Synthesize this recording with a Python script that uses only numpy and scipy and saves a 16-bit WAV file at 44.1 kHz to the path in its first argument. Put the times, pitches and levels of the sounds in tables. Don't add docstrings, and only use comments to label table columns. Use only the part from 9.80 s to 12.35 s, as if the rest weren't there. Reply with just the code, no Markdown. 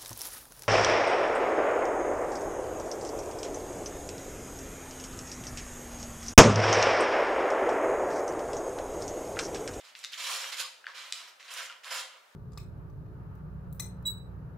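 import sys
import numpy as np
from scipy import signal
from scipy.fft import rfft, irfft, next_fast_len
from scipy.io import wavfile
from scipy.ndimage import uniform_filter1d, map_coordinates

SR = 44100
rng = np.random.default_rng(int(sys.argv[2]) if len(sys.argv) > 2 else 0)


def pcm_store(signal):
    levels = np.round(np.clip(np.atleast_2d(signal), -1, 1) * 32767)
    wavfile.write(sys.argv[1], SR, levels.astype(np.int16).T)


def invert_db(level):
    return 10 ** (np.asarray(level, dtype=float) / 20)


N = 112454

# (frequency [Hz], density [dB per Hz])
HUSH_SPECTRUM = [(25, -45), (60, -32), (95, -15.5), (200, -12), (240, -2.5), (290, -9), (540, 8.5),
                 (1420, 10.5), (5000, -1.5), (15700, -12.5)]
# (frequency [Hz], likeness [0-1])
HUSH_LIKENESS = [(60, 0.55), (200, 0.9), (700, 0.2), (3000, 0.067), (12000, 0.56)]
# (delay [s], left level [dB], right level [dB])
EARLY_ECHOES = [
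    (.0073, -10, -11),
    (.0106, -13, -12),
    (.0175, -16, -18),
    (.0216, -18, -17),
]
# (frequency [Hz], T60 [s])
ROOM_T60 = [(250, 0.47), (1000, 0.52), (2500, 0.48), (4500, 0.47), (9000, 0.39), (15000, 0.27)]
# (frequency [Hz], likeness [0-1])
ROOM_LIKENESS = [(150, 0.63), (1000, 0.48), (3000, 0.67), (6000, 0.42), (9000, 0.52), (14000, 0.69)]
# (time [s], length [s], pitch [Hz], level [dB])
PANEL_SONGS = [(0.239, 0.011, 3750, -54), (0.331, 0.018, 3150, -43.5), (0.49, 0.022, 997, -48),
               (0.723, 0.015, 3900, -40), (0.789, 0.043, 1514, -46.5), (0.812, 0.073, 1160, -49.5),
               (1.079, .03, 1170, -55), (1.707, .018, 3000, -51), (1.715, .035, 3920, -56.5),
               (1.778, .035, 1454, -44.5), (1.9, .014, 1390, -50), (2.108, 0.023, 3100, -44.5),
               (2.147, 0.075, 5200, -48.5), (2.149, 0.032, 7100, -45)]
# (time [s], peak [dB], centre [Hz], spread [octaves], crack [dB])
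STICK_TAPS = [(0.1512, -36.5, 2480, 0.19, -1), (0.157, -41, 2400, .5, -9.5), (0.19, -51, 5300, 1.2, 6.5),
              (0.2396, -35, 3940, 0.098, 1), (0.24, -40.5, 3750, 0.094, -5), (0.2446, -39, 3800, 0.17, -6),
              (0.2391, -36.5, 1900, 0.15, -23), (0.2464, -31.5, 3760, 0.1, 1), (0.246, -34, 1910, 0.24, -7),
              (.332, -33, 3500, 0.31, -5), (0.343, -39, 3100, .2, -13), (0.642, -29, 1670, 0.25, -13),
              (1.0422, -37.5, 1640, 0.22, -9), (1.057, -43, 2800, 0.34, -12),
              (1.067, -25.5, 1675, 0.13, -9.5), (1.0667, -42, 4440, 0.21, -13.5),
              (1.137, -46, 2080, .3, -10), (1.3232, -20, 4260, 0.84, -4), (1.5965, -44.5, 1830, 0.45, 0),
              (1.607, -41, 1830, 0.19, -14), (1.6274, -41.5, 2620, 0.88, -6.5),
              (1.68, -39, 4500, 0.28, -13), (1.707, -39, 5400, 0.28, -13), (1.738, -36, 6600, 0.27, -2),
              (1.858, -38, 6000, 0.26, -16), (1.8987, -35, 1450, 0.072, -23),
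              (1.8973, -35, 2950, 0.16, -15), (1.915, -39.5, 2900, 0.27, -6),
              (1.924, -39, 2870, 0.44, -6.5), (2.0443, -40, 3100, 0.77, 0)]
STICK_MODES = [1420, 1630, 2010, 2530, 2950, 3500, 3900, 4500, 4900, 5400, 6000, 6600, 7900, 8340]
# (time [s], length [s], level [dB], table-contact bass [dB], treble [dB])
TRAY_STROKES = [(-.03, 0.043, -52.5, -3.5, 1), (.03, 0.07, -52, -1.5, -4.5),
                (0.149, 0.074, -52.5, -24, 2.5), (.228, 0.028, -45.5, -31, 1),
                (.315, 0.024, -43.5, -31, 0.5), (.331, 0.037, -44.5, -38, -6),
                (.372, 0.013, -37, -13, -2.5), (0.381, 0.091, -37.5, -3.5, 0.5),
                (.435, 0.017, -41.5, -2, -1), (.463, 0.028, -38, 3, 3.5), (.485, 0.091, -36, 2.5, 5.5),
                (0.574, .13, -39.5, 2, 1), (0.717, 0.026, -32, -6, -7), (.765, 0.02, -42, -2, 6.5),
                (.78, 0.019, -39, -13, 1), (.792, 0.022, -32.5, -4, 1.5), (1.068, 0.05, -49, 5, -25),
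                (1.14, 0.04, -43.5, -2, -9.5), (1.16, 0.15, -45.5, -2.5, -6),
                (1.33, 0.073, -45, -3.5, -0.5), (1.397, 0.066, -51, 2.5, -5), (1.47, 0.023, -52.5, -3, 3.5),
                (1.593, 0.028, -48.5, -5, -13.5), (1.627, 0.1, -52.5, -1, -5)]
# (frequency [Hz], density [dB per Hz])
SHEET_SPECTRUM = [(41, -87), (70, -60.5), (458, -18.5), (513, -12.5), (826, -10.5), (990, 1.5), (3940, 2.5),
                  (13400, -14.5), (15700, -33.5)]
# (frequency [Hz], width [Hz], level over the sheet noise [dB])
TRAY_MODES = [(380, 98, 2), (525, 65, 3), (697, 130, 0.5), (976, 44, -6.5), (1174, 11, -36), (2340, 92, -6),
              (2990, 57, -17), (3200, 73, -10), (3930, 14, -7.5), (5320, 31, 3), (6940, 790, -7),
              (10150, 31, -7), (12900, 86, 2), (15500, 63, 21)]
# (time [s], length [s], level [dB], bass [dB], treble [dB])
RIM_RUBS = [(1.678, 0.029, -46, 3.5, -10), (1.70, 0.068, -46, 6.5, 7.5), (1.725, 0.026, -57, 7, -9),
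            (1.765, 0.027, -46, -7, 10), (1.782, 0.043, -38.5, 1.5, -8.5), (1.82, 0.044, -45.5, 1, 3),
            (1.90, 0.037, -53, 8.5, -18), (2.032, 0.015, -44.5, -9, -3.5), (2.044, 0.057, -45, 6.5, 2),
            (2.103, 0.022, -38.5, 7, 4.5), (2.118, .03, -38.5, 7, 3.5), (2.14, 0.071, -43, 8, 9),
            (2.175, 0.039, -48.5, -3, 0), (2.3, 0.074, -55.5, 4.5, -16)]
# (frequency [Hz], density [dB per Hz])
RIM_SPECTRUM = [(41, -84), (70, -57), (374, -34), (513, -10.5), (864, -13.5), (1010, -5), (1420, 2),
                (7100, -9), (15700, -30)]
# (frequency [Hz], width [Hz], level over the rim noise [dB])
BOWL_MODES = [(520, 19, 3), (706, 140, -2.5), (983, 38, 7), (1400, 26, -9), (1923, 42, -7.5),
              (3100, 1800, -3.5), (5100, 95, 1.5), (7200, 87, 4), (8850, 120, 5.5), (10520, 160, 6),
              (11170, 160, 12.5), (13300, 220, 11.5), (14400, 75, 10), (15150, 150, 5)]
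# (frequency [Hz], level [dB])
BODY_SCATTER_SPECTRUM = [(1500, -20), (4000, -8), (8000, -3.5), (14000, -3.5)]
# (frequency [Hz], width [Hz], depth [dB])
PORT_NOTCHES = [(12200, 400, -4), (14550, 350, -9)]

TOP_HZ = 15800


def unit(x):
    return x / np.sqrt(np.mean(x ** 2) + 1e-20)


def along(points, hz):
    f, v = np.transpose(points)
    return np.interp(np.log(hz + 1), np.log(f + 1), v)


def filtered(x, response):
    size = next_fast_len(x.shape[-1] + 8192)
    spectrum = rfft(x, size) * response(np.fft.rfftfreq(size, 1 / SR))
    return irfft(spectrum, size)[..., :x.shape[-1]]


def pair(noises, likeness):
    def mid_side_gain(f):
        turn = np.arccos(np.clip(along(likeness, f), -1, 1)) / 2
        return np.array([np.cos(turn), np.sin(turn)])

    mid, side = filtered(noises, mid_side_gain)
    return np.array([mid + side, mid - side])


def hush():
    noise = pair(rng.standard_normal((2, N)), HUSH_LIKENESS)
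    shaped = filtered(noise, lambda f: invert_db(along(HUSH_SPECTRUM, f)) * (f < TOP_HZ))
    return invert_db(-61.5) * unit(shaped)


def room(drag, tap):
    tail_db, onset_s = -3, 0.0095
    tap_tail_db = -3.5
    hz, t, z = signal.stft(rng.standard_normal((2, SR * 3 // 4)), SR, nperseg=256)
    decay = invert_db(-60 * t / along(ROOM_T60, hz)[:, None])
    tail = signal.istft(z * decay, SR, nperseg=256)[1]
    onset = np.clip(np.arange(tail.shape[1]) / SR / onset_s - .5, 0, 1)
    tail = pair(tail, ROOM_LIKENESS) * onset
    tail = tail * invert_db(tail_db) / np.linalg.norm(tail[0])

    walls = np.zeros((2, SR // 20))
    for delay, left_db, right_db in EARLY_ECHOES:
        walls[:, round(delay * SR)] = invert_db([left_db, right_db])

    late = signal.fftconvolve((drag + invert_db(tap_tail_db) * tap)[None], tail, axes=1)
    early = signal.fftconvolve((drag + tap)[None], walls, axes=1)
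    return late[:, :N] + early[:, :N]


def panel_singing():
    out, t = np.zeros(N), np.arange(N) / SR
    half_width = .15 / 2
    for (start, length, hz, db), noise in zip(PANEL_SONGS, rng.standard_normal((len(PANEL_SONGS), N))):
        panel = unit(filtered(noise, lambda f: 1 / (1 + ((f - hz) / (half_width * hz)) ** 2)))
        swell = np.sqrt(np.abs(np.sin(np.pi * np.clip((t - start) / length, 0, 1))))
        out += invert_db(db) * panel * swell
    return out


def stick_ticks():
    rise_s, ring_t60_s, crack_t60_s = .0015, .009, .008
    crack_over_pitch = 1.7
    grip_detune = .02
    scatter_hz = 4360
    out, t = np.zeros(N + SR), np.arange(1500) / SR
    modes = np.array(STICK_MODES)[:, None]
    rise = np.sin(np.pi / 2 * np.clip(t / rise_s, 0, 1)) ** 2
    luck = rng.standard_normal((len(STICK_TAPS), 3, len(modes), 1))
    noises = rng.standard_normal((len(STICK_TAPS), len(t)))
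    for (start, db, hz, octaves, crack_db), noise, (size, turn, grip) in zip(STICK_TAPS, noises, luck):
        top = crack_over_pitch * hz
        crack = unit(filtered(noise, lambda f: (f / top) / (1 + (f / top) ** 6)))
        crack = crack * invert_db(crack_db - 60 * t / crack_t60_s)

        weight = np.exp(-np.abs(np.log2(modes / hz)) / max(octaves, .1)) * invert_db(0.71 * size)
        pitch = modes * (1 + grip_detune * grip)
        phase = 2 * np.pi * pitch * (t - rise_s) + turn * modes / scatter_hz * 2
        ring = (weight * np.sin(phase)).sum(0) / np.linalg.norm(weight) / 2
        ring = ring * invert_db(-60 * t / ring_t60_s)
        out[round(start * SR):][:len(t)] += invert_db(db + 1.5) * rise * (4 * ring + 2 * crack)
    return out[:N]


def patchy(x):
    z = signal.stft(x, nperseg=256)[2]
    over_frequency = uniform_filter1d(rng.standard_normal(z.shape), 6, 0)
    field = uniform_filter1d(over_frequency, 8, 1)
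    return signal.istft(z * invert_db(1.8 * unit(field)), nperseg=256)[1][:N]


def scrape(strokes, spectrum, modes):
    grit_per_s, grit_spread_db, smooth_share = 9000, 1.5, .66
    bass_hz, treble_hz = 1160, 6000
    attack_s, release_s, sag_db = 0.0044, 0.017, 5.5
    attack_share = 0.21
    waver_db, waver_hz = 0.5, 41.41

    def body(f):
        resonances = sum(invert_db(db) * 1j * f * w / (c * c - f * f + 1j * f * w) for c, w, db in modes)
        return invert_db(along(spectrum, f)) * (1 + resonances)

    grit = (rng.random(N) < grit_per_s / SR) * rng.standard_normal(N)
    grit = grit * invert_db(grit_spread_db * rng.standard_normal(N))
    friction = smooth_share * rng.standard_normal(N) + (1 - smooth_share) * unit(grit)
    rub = unit(filtered(patchy(friction), body))
    bass = filtered(rub, lambda f: 1 / (1 + (f / bass_hz) ** 10))
    treble = filtered(rub, lambda f: 1 - 1 / (1 + (f / treble_hz) ** 2))

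    t, out = np.arange(N) / SR, np.zeros(N)
    for start, length, db, bass_db, treble_db in strokes:
        u = t - start
        attack = np.clip(u / (attack_s + attack_share * length), 0, 1)
        sag = -sag_db * np.clip(u / length, 0, 1)
        release = -20 * np.clip(u - length, 0, 1) / release_s
        tone = rub + (invert_db(bass_db) - 1) * bass + (invert_db(treble_db) - 1) * treble
        out += invert_db(db) * attack * invert_db(sag + release) * tone
    waver = map_coordinates(rng.standard_normal(1000), [t * waver_hz])
    return out * invert_db(waver_db * waver)


def scene():
    scrape_pan_db, tick_pan_db = -3.5, 1.8
    mic_low_hz, scatter_s = 950, .0011
    drag = scrape(TRAY_STROKES, SHEET_SPECTRUM, TRAY_MODES) + scrape(RIM_RUBS, RIM_SPECTRUM, BOWL_MODES)
    tap = filtered(stick_ticks(), lambda f: 1 - 1 / (1 + (f / mic_low_hz) ** 4))
    side = np.array([[.5], [-.5]])

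    def body_scatter(f):
        return invert_db(along(BODY_SCATTER_SPECTRUM, f)) * np.exp(-2j * np.pi * f * scatter_s)

    near_drag = drag + panel_singing() + 2 * side * filtered(drag, body_scatter)
    return near_drag * invert_db(scrape_pan_db * side) + tap * invert_db(tick_pan_db * side) + room(drag, tap)


def low_pass(x):
    return signal.sosfilt(signal.butter(12, 15770, fs=SR, output="sos"), x)


def record(dry):
    def ports(f):
        notches = sum(db * np.exp(-((f - hz) / w) ** 2) for hz, w, db in PORT_NOTCHES)
        return invert_db(notches) * (f < TOP_HZ)

    return low_pass(filtered(dry, ports) + hush())


dry = scene()
out = record(dry)
pcm_store(out)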